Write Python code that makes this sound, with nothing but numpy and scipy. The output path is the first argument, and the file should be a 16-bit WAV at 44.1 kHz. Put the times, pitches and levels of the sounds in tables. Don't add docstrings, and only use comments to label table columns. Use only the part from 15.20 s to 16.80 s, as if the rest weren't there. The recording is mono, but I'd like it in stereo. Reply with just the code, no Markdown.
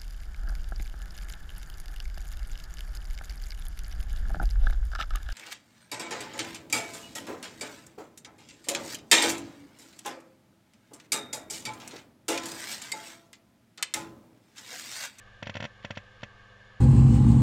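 import sys
import numpy as np
from scipy import signal
from scipy.fft import rfft, irfft
from scipy.io import wavfile

SR = 44100
rng = np.random.default_rng(int(sys.argv[2]) if len(sys.argv) > 2 else 0)


def bounce(signal):
    frames = np.transpose(np.atleast_2d(signal))
    limited = np.clip(frames, -1, 1)
    pcm = np.round(limited * 32767).astype(np.int16)
    wavfile.write(sys.argv[1], SR, pcm)


N = 70560

# pitch_hz, level_db
HISS_COLOUR = [(15, 7.5), (35, 3.5), (70, -1.5), (150, -8.5), (300, -12.5), (500, -4.5), (800, -5),
               (1400, -11), (2000, -11), (3200, -10), (4500, -17.5), (7200, -26.5), (8200, -37),
               (11500, -39), (13000, -55)]
# pitch_hz, level_db
HISS_SIDE_COLOUR = [(500, -33), (2000, -7.5), (4500, 1.5)]
# pitch_hz, level_db
HUM_TONES = [(50, -66.5), (100, -63), (120, -64), (200, -69), (300, -82), (400.5, -76.5), (700.5, -79.5),
             (1561, -65.5), (2881, -74)]
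# pitch_hz, width_hz, level_db
WHIRR_BANDS = [(510, 38, -69.5), (1133.4, 104, -68.5), (1220, 120, -68), (1622, 76, -64), (1737, 100, -62),
               (2193, 84, -73.5), (3504, 32, -77.5), (6870, 67, -88.5)]
# start_s, level_db
ARM_TICKS = [(.2555, 0), (0.259, -1), (0.3399, 3), (0.342, -3), (0.627, -5), (0.637, -3), (0.7527, 0),
             (0.7592, -1), (1.0087, -8), (1.019, -4)]
# pitch_hz, level_db
SCRATCH_COLOUR = [(800, -16), (2000, 6), (3200, 6), (4500, -3), (7000, -15), (8000, -54), (13000, -45)]
# pitch_hz, level_db
KNOCK_COLOUR = [(50, -14), (100, 9), (220, -2), (400, -12), (560, 1), (950, -0.5), (1180, -18), (1400, -7),
                (2500, -10.5), (3500, -10.0), (5000, -20.5), (7200, -39), (8200, -50), (13000, -77)]
# pitch_hz, level_db, fade_s
CASE_TONES = [(93, -52, 0.24), (215.6, -43, 0.048), (198.2, -43.5, 0.06), (510.3, -37, 0.029),
              (729, -49, 0.06), (575, -50, 0.13), (1054, -47.5, 0.08), (1050, -47, 0.088)]
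# pitch_hz, level_db
LID_TONES = [(1350, -46), (1600, -39.5), (1730, -38.5), (1805, -48), (1980, -38), (2077, -41.5),
             (2247, -38.5), (2488, -40), (2590, -46), (2675, -36.5), (2960, -52.5), (3155, -44.5),
             (3270, -38.5), (3490, -45)]
# pitch_hz, level_db, fade_s
ARM_TONES = [(3760, -48.5, 0.036), (4110, -65, 0.033), (4880, -58.5, 0.04), (5670, -41, 0.024),
             (5750, -52.5, 0.041), (7070, -57, 0.029), (7320, -53, 0.028)]
# pitch_hz, level_db
RATTLE_COLOUR = [(150, -32), (400, 4.5), (600, -18), (1150, -17), (1600, 5.5), (2600, 7.5), (3500, -3),
                 (4200, -4), (5800, -9), (7200, -8), (8000, -34), (10500, -15), (13000, -8)]
# pitch_hz, level_db
RING_SIDE_COLOUR = [(700, -51), (1600, -27), (2200, 3), (3300, 6.5), (4400, -4.5), (6800, -2.5),
                    (8000, -38)]
# start_s, level_db
ARM_SEEKS = [(.2251, -1), (.2680, -1.5), (.2939, -1), (.3516, -1.5), (.3663, -1), (.4013, -1), (.4234, -1),
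             (.4388, -1.5), (.4496, -.5), (.6459, -0.5), (.7047, 0), (.7708, -1), (1.0305, -1.5)]

SPECTRUM_HZ = np.arange(N // 2 + 1) * SR / N
SIDES = np.array([[1], [-1]])


def undb(db):
    return 10 ** (np.asarray(db) / 20)


def unit(x):
    return x / np.sqrt(np.mean(x ** 2))


def rise(t, rise_s):
    return 1 - np.exp(-t / rise_s)


def fade(t, fade_s):
    return np.exp(-np.log(1000) * t / fade_s)


def gains(colour):
    pitch_hz, level_db = np.array(colour).T
    return undb(np.interp(np.log(SPECTRUM_HZ + 1), np.log(pitch_hz), level_db))


def noise(gain):
    return unit(irfft(rfft(rng.standard_normal(N)) * gain, N))


def ringing(tones, t):
    return sum((-1) ** k * undb(level_db) * fade(t, fade_s) * np.sin(2 * np.pi * pitch_hz * t)
               for k, (pitch_hz, level_db, fade_s) in enumerate(tones))


def room_hiss():
    colour = gains(HISS_COLOUR)
    side = undb(-29.5) * noise(colour * gains(HISS_SIDE_COLOUR))
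    return undb(-60) * (noise(colour) + side * SIDES)


def spinning_drive(t):
    hum = sum(undb(level_db) * np.sqrt(2) * np.sin(2 * np.pi * (pitch_hz * t + rng.random()))
              for pitch_hz, level_db in HUM_TONES)
    whirr = sum(undb(level_db) * noise(1 / (1 + (2 * (SPECTRUM_HZ - pitch_hz) / width_hz) ** 2))
                for pitch_hz, width_hz, level_db in WHIRR_BANDS)
    return hum + whirr


def arm_ticks(t):
    loudness = 0
    for start_s, level_db in ARM_TICKS:
        age_s = np.maximum(t - start_s, 0)
        loudness += undb(level_db) * rise(age_s, rise_s=0.0009) * fade(age_s, fade_s=0.033)
    bursts = loudness * rng.standard_normal(N)
    return undb(-44.5) * irfft(rfft(bursts) * unit(gains(SCRATCH_COLOUR)), N)


def case_knock():
    cepstrum = irfft(np.log(gains(KNOCK_COLOUR)), N)
    log_spectrum = rfft(2 * cepstrum[:N // 2], N) - cepstrum[0]
    lag_s_per_hz = 2.2e-7
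    phase_lag = np.pi * lag_s_per_hz * SPECTRUM_HZ ** 2
    return undb(1) * irfft(np.exp(log_spectrum - 1j * phase_lag), N)


def struck_case(t):
    lid = ringing([(pitch_hz, level_db, 0.042) for pitch_hz, level_db in LID_TONES], t)
    metal = (lid + ringing(ARM_TONES, t)) * rise(t, rise_s=0.0026)
    colour = gains(RATTLE_COLOUR)
    rattle = undb(-39) * noise(colour) * fade(t, fade_s=0.045)
    echo = undb(-50.5) * noise(colour) * fade(t, fade_s=0.11)
    side = undb(-56.5) * noise(gains(RING_SIDE_COLOUR)) * fade(t, fade_s=0.065)
    noisy_tail = (rattle + echo + side * SIDES) * rise(t, rise_s=0.0005)
    return case_knock() - ringing(CASE_TONES, t) + metal + noisy_tail


def arm_force():
    kicks = np.zeros(N)
    for k, (start_s, level_db) in enumerate(ARM_SEEKS):
        kicks[round(start_s * SR)] -= (-1) ** k * undb(level_db)
    push_top_hz, stop_top_hz = 805, 7520
    travel_s, support_hz = 0.002545, 430
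    push = undb(-2) / (1 + 1j * SPECTRUM_HZ / push_top_hz)
    stop = np.exp(-2j * np.pi * SPECTRUM_HZ * travel_s)
    support = (1 - 1j * SPECTRUM_HZ / support_hz) / (1 + 1j * SPECTRUM_HZ / support_hz)
    force = irfft(rfft(kicks) * (stop - push) * support, N)
    return signal.sosfilt(signal.butter(N=4, Wn=stop_top_hz, fs=SR, output="sos"), force)


def scene():
    t = np.arange(N) / SR
    clicks = signal.fftconvolve(arm_force()[None], struck_case(t), axes=1)[:, :N]
    return clicks + arm_ticks(t) + spinning_drive(t) + room_hiss()


def record(dry):
    top_hz = 13100
    return signal.sosfilt(signal.ellip(8, .2, 70, top_hz, fs=SR, output="sos"), dry)


dry = scene()
out = record(dry)
bounce(out)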